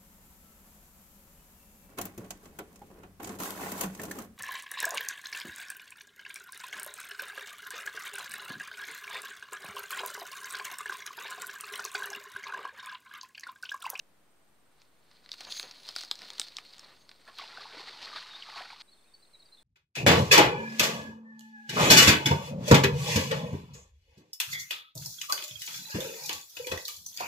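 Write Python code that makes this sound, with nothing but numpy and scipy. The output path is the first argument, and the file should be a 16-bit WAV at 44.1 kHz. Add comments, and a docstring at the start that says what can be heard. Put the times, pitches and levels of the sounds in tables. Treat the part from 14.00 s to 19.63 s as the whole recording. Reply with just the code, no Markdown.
"""On the bank of a ditch an angler shifts his footing through dry palm fronds: stems snap as clicks with tearing
noise, leaflets and litter crackle as clumped grains, and the little bells on his rod ring from rattling strikes.
Then something thrashes in the water, with noisy slaps, spray and ringing bubbles, over a cricket's pulsing tone.
The scene changes abruptly to a quiet stretch of the ditch: small birds chirp in gliding sines and insects shrill
as narrow hiss."""
import sys
import numpy as np
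from scipy import signal
from scipy.fft import rfft, irfft, next_fast_len
from scipy.io import wavfile

SR = 44100
rng = np.random.default_rng(int(sys.argv[2]) if len(sys.argv) > 2 else 0)


def unload_audio(sound):
    """Save the sound as a 16-bit wav file, at the path given as the first command line argument."""
    columns = np.transpose(np.atleast_2d(sound))
    # keep every value between -1 and 1, then stretch to whole-number steps
    steps = np.round(np.clip(columns, -1, 1) * 32767)
    wavfile.write(sys.argv[1], SR, steps.astype(np.int16))


N = 248283
TIME = np.arange(N) / SR
CHANGE_S = 4.821
CUTOFF_HZ = 15600

# snapping stems, thick ones heavy and dry ones sharp: t/s, crack level/dB before the band levels,
# weight level/dB, sharpness level/dB
STEM_SNAPS = [(0.8177, -59, 12, -7), (1.1133, -58, 11, -11), (1.261, -52, 7, -14),
              (1.2911, -48.5, 9.5, -19), (1.317, -32.5, -8, -13), (1.33, -43, -12, -6),
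              (1.3392, -47, 13, -3), (1.407, -45, 14.5, 10), (1.4503, -42, -4, -17), (1.523, -33, -25, -11),
              (1.568, -45, 5, 0), (1.5971, -31, 5, 5.5), (1.629, -38.5, -1, 1), (1.7116, -44.5, 5.5, -6),
              (1.8889, -36.5, -3, -5), (1.9628, -31.5, 6.5, 6.5), (1.9856, -38, 4, 2), (2.0088, -41, 3, 10),
              (2.013, -40, 3, 5), (2.0353, -45, 12.5, 9), (2.0486, -43, -1, 8.5), (2.1127, -25, 2.5, -0.5),
              (2.155, -45.5, -1, 6), (2.191, -45.5, 3, -10), (2.2188, -44.5, 11, -5), (2.3031, -40, 7, 0),
              (2.3335, -49, -7, 9.5), (2.382, -43.5, 3, 5), (2.397, -28.5, 3, 14.5), (2.4156, -32.5, 2, -6),
              (2.4835, -47.5, 4, 3), (2.568, -32, -10, -18), (2.585, -46, 22, -24), (2.736, -47, -23, -10),
              (2.782, -57, 10, 13.5), (2.794, -47, 3.5, 8), (3.0925, -47.5, 7, -18),
              (3.1142, -54, 16.5, -21)]
# bands of a snap: low f/Hz, high f/Hz, relative level/dB, tearing t/s, share of the weight [1], of the sharpness [1]
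SNAP_BANDS = [(634, 1590, -20, 0.0027, 1.0, 0.19), (269, 550, -32, .002, 1.0, 0.2),
              (1240, 3470, -12.5, 0.0023, 0.9, 0), (3420, 5110, 0, 0.0012, 0.044, 0.039),
              (5430, 6930, -13.5, 0.00071, 0.15, 0.66), (10400, 17000, -25, 0.00084, 0.22, 0.41),
              (7660, 9200, -23.5, 0.00068, 0, 1.52)]

# how much the undergrowth is stirred: t/s, level/dB
STIR = [(0.7, -83), (1.02, -82), (1.11, -68.5), (1.29, -67), (1.42, -57), (2.48, -56.5), (2.8, -59),
        (3.05, -70), (3.2, -63.5), (3.38, -59.5)]
# a frond sweeps along the body: t/s, hold t/s, level/dB
FROND_SWEEPS = [(0.81, .01, -69), (1.325, 0.014, -54), (1.41, .005, -49.5), (1.505, 0.097, -44.5),
                (1.88, .015, -47), (1.965, 0.022, -45.5), (2.025, .005, -50), (2.222, 0.0043, -51),
                (2.31, 0.03, -53.5), (2.41, 0.043, -53)]
SWEEP_ATTACK_S, SWEEP_RELEASE_S = 0.024, 0.034
# weight comes down on the litter: t/s, hold t/s, level/dB
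FOOTSTEPS = [(1.41, 0.0045, -57.5), (1.475, 0.013, -49.5), (1.643, 0.017, -52.5), (1.89, 0.0042, -56),
             (2.22, 0.0047, -51), (2.32, 0.04, -61), (2.83, 0.1, -60)]
STEP_ATTACK_S, STEP_RELEASE_S = 0.019, 0.032
# colour of the leaflets flicking: f/Hz, relative level/dB
LEAFLET_COLOUR = [(100, -43), (900, -22.5), (2000, -12), (3000, -10), (4300, 3.5), (5400, -9),
                  (7500, -20.5), (9000, -21.5), (11500, -32), (15500, -30)]
# colour of single leaflets cracking: f/Hz, relative level/dB
CRACKLE_COLOUR = [(1200, -9), (2200, 0.5), (3200, 1.5), (4400, -1), (6000, -9.5), (9000, -26)]
# colour of small twigs ticking: f/Hz, relative level/dB
TWIG_COLOUR = [(200, -20), (900, -4), (2500, -3), (4200, 6), (5600, -9), (9000, -25), (15500, -22)]
# colour of the crushed litter: f/Hz, relative level/dB
LITTER_COLOUR = [(40, -6), (120, -8), (250, -2.5), (500, 2.5), (900, 2.5), (1400, 1), (2200, -1),
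                 (4000, -4), (9000, -33)]
# a boot rubs softly with a hollow note: t/s, hold t/s, level/dB
BOOT_RUB = (3.7, 0.067, -61.5)
RUB_HZ, RUB_WIDTH_HZ = 1450, 170

# the rod is jolted and shakes its twin bells: t/s, hold t/s, low bell level/dB, high bell level/dB before the trims
ROD_JOLTS = [(1.51, 0.059, -48, -60.5), (1.58, 0.0091, -47, -51.5), (1.792, .03, -71, -69),
             (2.998, 0.018, -71, -83)]
JOLT_ATTACK_S, JOLT_RELEASE_S = 0.021, 0.037
# modes of the low bell: f/Hz, relative level/dB, t60 t/s
LOW_BELL_MODES = [(6420, -1, 0.05), (6300, -3, 0.029), (6770, -6, 0.034), (12000, -23, .02),
                  (13400, -22, .02)]
# modes of the high bell: f/Hz, relative level/dB, t60 t/s
HIGH_BELL_MODES = [(9890, -6, 0.04), (10020, -2.5, 0.036), (14900, -11, .015), (15100, -11, .015)]

# unrest of the water, before the trims of spray and bubbles: t/s, level/dB
WATER_UNREST = [(3.22, -85), (3.37, -68), (3.42, -49.5), (3.72, -53.5), (4.1, -48), (4.3, -52), (4.55, -50),
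                (4.7, -53.5), (4.77, -60.5), (4.83, -51.5)]
# thrashes at the surface, before the trims: t/s, slap level/dB, spray level/dB, bubbles level/dB
THRASHES = [(3.277, -54, -71, -54), (3.386, -27, -49, -52.5), (3.6093, -36, -54, -50),
            (3.726, -34, -73, -51.5), (3.781, -44, -51, -49.5), (3.873, -37, -49, -50.5),
            (4.023, -39, -44.5, -52), (4.105, -52, -61, -50), (4.16, -25.5, -45.5, -49),
            (4.484, -45, -61, -48), (4.56, -36, -48.5, -44.5), (4.596, -34, -63, -45),
            (4.705, -53, -50.5, -52), (4.8104, -35, -49, -63)]
THRASH_ATTACK_S, THRASH_HOLD_S, SPRAY_RELEASE_S, BUBBLE_RELEASE_S = 0.011, 0.019, 0.04, 0.041
# the thrashing digs deepest midway and draws gulps of air: t/s, hold t/s, level/dB against the small bubbles
DEEP_CHURN = (3.75, 0.045, -8.5)
DEEP_ATTACK_S, DEEP_RELEASE_S = 0.41, 0.45
# colour of the spray: f/Hz, relative level/dB
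SPRAY_COLOUR = [(100, -16.5), (800, -20.5), (1800, -7.5), (3000, -4), (3800, 3), (4400, 5), (5300, -5),
                (7000, -18.5), (10000, -29), (15500, -41)]
# colour of single drips: f/Hz, relative level/dB
DRIP_COLOUR = [(1500, -6), (2300, 2), (3200, 0), (4600, -1)]
# colour of the small bubbles: f/Hz, relative level/dB
BUBBLE_COLOUR = [(400, -23), (600, -18), (800, -0.5), (1400, 1), (2200, -4.5), (3200, -9.5)]
# colour of the deep gulps: f/Hz, relative level/dB
GULP_COLOUR = [(130, -24), (280, -7.5), (480, 0), (700, -1)]
# the largest air pockets closing: t/s, peak level/dB before the trim, starting f/Hz
AIR_POCKETS = [(3.284, -47.5, 680), (3.396, -34, 1105), (3.412, -36.5, 2110), (3.417, -40.5, 750),
               (3.437, -40.5, 880), (3.573, -34, 1450), (3.582, -41, 746), (3.656, -39.5, 886),
               (3.77, -47.5, 297), (4.071, -40, 1240), (4.129, -37.5, 1146), (4.16, -35.5, 1240),
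               (4.424, -30.5, 2970), (4.488, -45.5, 760), (4.565, -38.5, 976), (4.608, -36, 722),
               (4.703, -37.5, 2250), (4.73, -40.5, 900)]
# colour of water slapped flat: f/Hz, relative level/dB
SPLAT_COLOUR = [(100, -31), (500, -24), (1000, -4), (2200, 0.5), (3000, 1), (4400, 6), (5400, -9.5),
                (7000, -51), (15500, -44)]

# bird chirps: t/s, length t/s, middle f/Hz, glide f/Hz from start to end, peak level/dB before the trim
BIRD_CHIRPS = [(4.287, 0.065, 3710, 4, -47), (4.329, 0.0497, 3690, 454, -44), (4.877, .031, 3980, 203, -58),
               (4.909, 0.042, 4290, -350, -57), (5.03, 0.064, 2500, 450, -71),
               (5.066, .043, 3730, -200, -67), (5.133, 0.026, 4500, -400, -51),
               (5.218, 0.03, 4080, 222, -57.5), (5.246, 0.013, 3820, -750, -62),
               (5.33, 0.039, 4000, -550, -51.5), (5.345, 0.018, 2340, 300, -68),
               (5.389, 0.031, 4303, -600, -56), (5.419, 0.018, 3770, 380, -55),
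               (5.449, .024, 4660, -450, -57.5), (5.479, 0.019, 3800, -1000, -63),
               (5.515, .032, 4080, 44, -51), (5.538, 0.022, 4100, -1300, -53.5),
               (5.568, .019, 3580, 440, -60), (5.575, 0.0324, 3610, -1050, -57.5)]
# more birds twitter further off in the second scene; the level is before the same trim
TWITTER_NOTES, TWITTER_NOTE_S, TWITTER_DB = 16, 0.0244, -68
TWITTER_HZ, TWITTER_SPREAD_HZ, TWITTER_GLIDE_HZ = 4000, 450, -700

# shrilling insects after the change of scene: f/Hz, width f/Hz, level/dB
INSECT_BANDS = [(8130, 280, -79), (8480, 240, -79.5), (9300, 910, -80.5)]
# colour of the still air before the change of scene: f/Hz, relative level/dB
NEAR_AIR = [(25, -22), (50, -9), (100, -10.5), (150, -6.5), (300, -8), (750, -11), (1500, -14),
            (2800, -19.5), (3900, -21), (5500, -25), (9300, -24), (11500, -26), (15500, -27)]
# colour of the still air after the change of scene: f/Hz, relative level/dB
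FAR_AIR = [(25, -9), (50, -12), (100, -13.5), (200, -9.5), (500, -9.5), (1200, -13.5), (2400, -16),
           (3000, -19.5), (4400, -18.5), (5400, -23), (7000, -24.5), (15500, -28)]
NEAR_AIR_DB, FAR_AIR_DB = -67.5, -67.5
# left-right likeness of the air: f/Hz, correlation [0-1]
AIR_LIKENESS = [(30, 0.9), (100, 0.58), (300, 0.59), (1000, 0.34), (4000, 0.25), (8500, 0), (13000, 0)]


def from_db(db):
    """Decibels to an amplitude gain."""
    return 10 ** (np.asarray(db) / 20)


def rms_one(x):
    """Scale a sound to an RMS of 1."""
    return x / np.sqrt(np.mean(x ** 2) + 1e-20)


def gains(rows):
    """A level curve as a gain at every sample, silent outside its span."""
    s, db = np.transpose(rows)
    return from_db(np.interp(TIME, s, db, left=-200, right=-200))


def at_hz(points, hz):
    """Read a spectrum at any frequency, interpolating along log frequency."""
    points_hz, values = np.transpose(points)
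    return np.interp(np.log(hz + 1), np.log(points_hz), values)


def add(out, s, sound):
    """Mix a sound in at time s."""
    at = max(round(s * SR), 0)
    out[at:at + len(sound)] += sound[:max(N - at, 0)]


def band(x, low_hz, high_hz):
    """Band-pass filter."""
    return signal.sosfilt(signal.butter(2, [low_hz, high_hz], "band", fs=SR, output="sos"), x)


def colour(x, spectrum):
    """Causal (minimum-phase) filter with the given spectrum."""
    size = 2 * next_fast_len(N // 2 + 4096)
    level_db = at_hz(spectrum, np.arange(size // 2 + 1) * SR / size)
    cepstrum = irfft(np.log(from_db(level_db)))
    # folding the cepstrum forward in time makes the filter causal
    cepstrum[1:size // 2] *= 2
    cepstrum[size // 2 + 1:] = 0
    return irfft(rfft(x, size) * np.exp(rfft(cepstrum)))[..., :N]


def drift(rate):
    """Slow smooth chance with a spread of 1, computed at every 40th sample."""
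    r = np.exp(-80 * np.pi * rate / SR)
    noise = rng.standard_normal(N // 40 + 2002)
    slow = signal.lfilter([1], [1, -2 * r, r * r], noise)[2000:]  # skip the run-in
    return np.interp(np.arange(N) / 40, np.arange(len(slow)), rms_one(slow))


def grains(per_s, spread_db, clump_db):
    """Random clicks of uneven size and either sign that come in clumps; sizes and clumps are capped."""
    sizes = from_db(spread_db * np.minimum(rng.exponential(1, N), 4)) * rng.choice([-1, 1], N)
    clumps = np.minimum(drift(57), 1.5)
    happens = rng.random(N) < per_s / SR
    return sizes * happens * from_db(clump_db * clumps)


def ring(clicks, hz, t60):
    """A unit click sets a decaying sine of height 1 ringing."""
    r, w = from_db(-60 / (t60 * SR)), 2 * np.pi * hz / SR
    return signal.lfilter([0, np.sin(w)], [1, -2 * r * np.cos(w), r * r], clicks + 1e-18)


def ringing_grains(spectrum, per_s, cycles, spread_db, count=28):
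    """Grains of all pitches, each ringing for some cycles; they radiate little below their pitch."""
    born = grains(per_s, spread_db, clump_db=2.0)
    dealt = rng.integers(0, count, N)  # which pitch each grain gets
    rings = np.zeros(N)
    for k, hz in enumerate(np.geomspace(spectrum[0][0], spectrum[-1][0], count)):
        rings += from_db(at_hz(spectrum, hz)) * ring(born * (dealt == k), hz, cycles / hz)
    return rms_one(np.diff(rings, prepend=0))


def swells(rows, attack_s, release_s):
    """Each (s, hold s, dB) rises to its level at s, holds and dies away exponentially; their powers add up."""
    power = np.zeros(N)
    for s, hold_s, db in rows:
        fall = np.maximum(s - TIME, 0) / attack_s + np.maximum(TIME - s - hold_s, 0) / release_s
        power += (from_db(db) * np.exp(-np.minimum(fall, 20))) ** 2
    return np.sqrt(power)


def snaps(tearing=0.36, edge=0.031):
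    """A stem breaks with one sharp release, then its fibres tear for a millisecond or two."""
    out, t = np.zeros(N), TIME[:SR // 50]
    for s, crack_db, weight_db, sharp_db in STEM_SNAPS:
        for low_hz, high_hz, db, decay_s, heavy, sharp in SNAP_BANDS:
            fibres = tearing * rng.standard_normal(len(t)) * np.exp(-t / decay_s)
            force = (t == 0) + fibres
            crack = band(force, low_hz, high_hz)
            if low_hz == SNAP_BANDS[-1][0]:  # the edge of the tick reaches the highest treble
                crack += edge * np.diff(force, prepend=0)
            gain = from_db(crack_db + db + heavy * weight_db + sharp * sharp_db)
            add(out, s, gain * crack / np.std(crack[:SR // 250]))
    return out


def rustle(leaf_db=-0.5, crackle_db=-10.5, litter_db=-65.0, litter_follows=0.59, twig_db=-9.0):
    """Leaflets flick past each other, a few crack and small twigs tick, while the litter is crushed underfoot."""
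    stir = gains(STIR)
    leaves = np.hypot(stir, swells(FROND_SWEEPS, SWEEP_ATTACK_S, SWEEP_RELEASE_S))
    loose_litter = from_db(litter_db) * (stir / stir.max()) ** litter_follows
    crunch = np.hypot(loose_litter, swells(FOOTSTEPS, STEP_ATTACK_S, STEP_RELEASE_S))
    flicks = rms_one(colour(grains(per_s=2500, spread_db=1.5, clump_db=3.5), LEAFLET_COLOUR))
    cracks = ringing_grains(CRACKLE_COLOUR, per_s=160, cycles=11.4, spread_db=1.5)
    twigs = rms_one(colour(grains(per_s=50, spread_db=4.0, clump_db=1.0), TWIG_COLOUR))
    crushed = rms_one(colour(grains(per_s=1500, spread_db=1.0, clump_db=2.0), LITTER_COLOUR))
    leaflets = leaves * (from_db(leaf_db) * flicks + from_db(crackle_db) * cracks)
    return leaflets + from_db(twig_db) * stir * twigs + crunch * crushed


def rub():
    """Fine slips ring one broad resonance as the boot rubs."""
    slips = grains(per_s=2500, spread_db=3.0, clump_db=1.5)
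    hollow = band(slips, RUB_HZ - RUB_WIDTH_HZ / 2, RUB_HZ + RUB_WIDTH_HZ / 2)
    return swells([BOOT_RUB], STEP_ATTACK_S, STEP_RELEASE_S) * rms_one(hollow)


def rod_bells(level_db=-3.5, scrape_db=-21.0):
    """A pellet rattles inside each small shell, strikes every mode anew and scrapes along the wall."""
    out = np.zeros(N)
    starts, holds, *strengths = np.transpose(ROD_JOLTS)
    for strength_db, modes in zip(strengths, (LOW_BELL_MODES, HIGH_BELL_MODES)):
        shake = swells(zip(starts, holds, strength_db), JOLT_ATTACK_S, JOLT_RELEASE_S)
        rattle = grains(per_s=600, spread_db=1.0, clump_db=0.0)
        scrape = rms_one(band(rng.standard_normal(N), 5500, 15000))
        out += from_db(scrape_db) * shake * scrape
        for hz, db, t60 in modes:
            strikes = rattle * rng.standard_normal(N)
            steady = np.std(ring(strikes, hz, t60))  # loudness under an unchanging rattle
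            out += from_db(db + level_db) * ring(strikes * shake, hz, t60) / steady
    return out


def slaps(level_db=-12.0, decay_s=0.015):
    """Each thrash begins with a slap that throws up a short, dense burst of spray."""
    force, t = np.zeros(N), TIME[:SR // 8]
    for s, db, _, _ in THRASHES:
        add(force, s, from_db(db + level_db) * np.exp(-t / decay_s))
    droplets = grains(per_s=6000, spread_db=2.0, clump_db=1.5)
    return force * rms_one(colour(droplets, SPLAT_COLOUR))


def churn(spray_db=-1.0, drip_db=-10.5, bubble_db=-1.5, simmer_db=-2.5, top_hz=11000):
    """With each thrash, spray and single drips patter over a cloud of small bubbles and a few deep ones."""
    unrest = gains(WATER_UNREST)
    spray_rows = [(s, THRASH_HOLD_S, db) for s, _, db, _ in THRASHES]
    bubble_rows = [(s, THRASH_HOLD_S, db) for s, _, _, db in THRASHES]
    spray = np.hypot(unrest, swells(spray_rows, THRASH_ATTACK_S, SPRAY_RELEASE_S))
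    trapped = swells(bubble_rows, THRASH_ATTACK_S, BUBBLE_RELEASE_S)
    bubbles = np.hypot(from_db(simmer_db) * unrest, trapped)
    gulps = bubbles * swells([DEEP_CHURN], DEEP_ATTACK_S, DEEP_RELEASE_S)
    mist = rms_one(colour(grains(per_s=5000, spread_db=2.5, clump_db=1.33), SPRAY_COLOUR))
    drip_rings = ringing_grains(DRIP_COLOUR, per_s=260, cycles=34, spread_db=3.5)
    bubble_rings = ringing_grains(BUBBLE_COLOUR, per_s=990, cycles=34.0, spread_db=2.0)
    gulp_rings = ringing_grains(GULP_COLOUR, per_s=450, cycles=12, spread_db=0.0)
    rings = from_db(drip_db) * spray * drip_rings + from_db(bubble_db) * bubbles * bubble_rings + gulps * gulp_rings
    soft_rings = signal.sosfilt(signal.butter(2, top_hz, fs=SR, output="sos"), rings)
    return from_db(spray_db) * spray * mist + soft_rings


def plops(level_db=-1.0, cycles=3.5, rise=0.026, swell_s=0.00059):
    """Large bubbles ring and rise in pitch as they near the surface."""
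    out, t = np.zeros(N), TIME[:SR // 12]
    for s, db, hz in AIR_POCKETS:
        age = t * hz / cycles
        shape = np.exp(-age) * (1 - np.exp(-t / swell_s))
        tone = np.sin(2 * np.pi * hz * t * (1 + rise * age / 2))
        add(out, s, from_db(db + level_db) * shape / shape.max() * tone)
    return out


def birds(level_db=0.5, waver=0.012, easing=0.61):
    """Each chirp is a near sine that glides fast at first and then eases off."""
    out, unsteady = np.zeros(N), 1 + waver * drift(150)
    for s, length_s, pitch_hz, glide_hz, db in BIRD_CHIRPS + twitter():
        u = np.linspace(-.5, .5, round(length_s * SR))
        glide = pitch_hz + glide_hz * (u - easing * u ** 2)
        hz = glide * np.roll(unsteady, -round(s * SR))[:len(u)]
        tone = np.sin(2 * np.pi * np.cumsum(hz) / SR)
        add(out, s, from_db(db + level_db) * np.cos(np.pi * u) ** 2 * tone)
    return out


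def twitter():
    """Faint short notes at random times and pitches, most of them falling."""
    when = rng.uniform(CHANGE_S, N / SR, TWITTER_NOTES)
    chance = np.clip(rng.standard_normal((TWITTER_NOTES, 2)), -2, 2)
    return [(s, TWITTER_NOTE_S, TWITTER_HZ + TWITTER_SPREAD_HZ * high, TWITTER_GLIDE_HZ * (1 + steep), TWITTER_DB)
            for s, (high, steep) in zip(when, chance)]


def cricket(pitch_hz=8420, strokes_per_s=18.0, sag_hz=220, chorus_db=-91.0):
    """Each wing stroke is a short tone that sags in pitch; others hiss faintly further off."""
    stroke = np.cumsum(strokes_per_s * (1 + 0.03 * drift(1)) / SR) % 1  # place within the stroke, 0-1
    hz = pitch_hz - sag_hz * (stroke - .5) + 45 * drift(153)
    level_db = np.interp(TIME, [.15, .3, 1, 3], [-84, -76, -77.5, -73.5])
    song = np.sin(np.pi * stroke) ** 2 * np.sin(2 * np.pi * np.cumsum(hz) / SR)
    chorus = rms_one(band(rng.standard_normal(N), 9200, 9700))
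    return from_db(level_db) * song + from_db(chorus_db) * chorus


def shrill():
    """Many far insects blend into narrow bands of hiss."""
    out = np.zeros(N)
    for hz, width_hz, db in INSECT_BANDS:
        hiss = band(rng.standard_normal(N), hz - width_hz / 2, hz + width_hz / 2)
        out += from_db(db) * rms_one(hiss)
    return out


def air(spectrum, level_db):
    """Soft steady noise, partly alike in both ears."""
    mid, side = rfft(colour(rng.standard_normal((2, N)), spectrum))
    alike = np.clip(at_hz(AIR_LIKENESS, np.arange(len(mid)) * SR / N), 0, 1)
    stereo = np.sqrt(1 + alike) * mid + np.sqrt(1 - alike) * side * [[1], [-1]]
    return from_db(level_db) * rms_one(irfft(stereo, N))


def thicket(x, wet_db, decay_s, width):
    """Leaves and ground scatter a brief, nearly central tail of decaying noise after 2 ms."""
    t = TIME[:SR // 5]
    mid, side = rng.standard_normal((2, len(t))) * np.exp(-t / decay_s) * (t > .002)
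    echoes = (mid + width * side * [[1], [-1]]) / np.linalg.norm(mid)
    # colour of the tail: f/Hz, relative level/dB
    scattered = colour(x, [(300, -7.0), (1000, 1.0), (2800, -4), (4400, -1.0), (5800, -4.5), (14000, 4.5)])
    return x + from_db(wet_db) * signal.fftconvolve(scattered[None], echoes, axes=1)[:, :N]


def scene():
    """The near bank gives way abruptly to the quiet stretch; birds call in both."""
    first = np.clip((CHANGE_S - TIME) * 1000, 0, 1)  # a 1 ms crossfade
    stems = thicket(snaps(), wet_db=-10.0, decay_s=0.019, width=0.01)
    leaves = thicket(rustle() + rub(), wet_db=-8.5, decay_s=0.012, width=0.02)
    water = thicket(slaps() + churn() + plops(), wet_db=-10.0, decay_s=0.027, width=0.017)
    near = stems + leaves + rod_bells() + water + cricket() + air(NEAR_AIR, NEAR_AIR_DB)
    far = shrill() + air(FAR_AIR, FAR_AIR_DB)
    calls = thicket(birds(), wet_db=-6.0, decay_s=0.073, width=0.042)
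    return first * near + (1 - first) * far + calls


def record(dry, offset=-0.00055):
    """A steep filter cuts the top; the converter rests slightly off zero."""
    return signal.sosfilt(signal.ellip(10, .1, 70, CUTOFF_HZ, fs=SR, output="sos"), dry) + offset


dry = scene()
out = record(dry)
unload_audio(out)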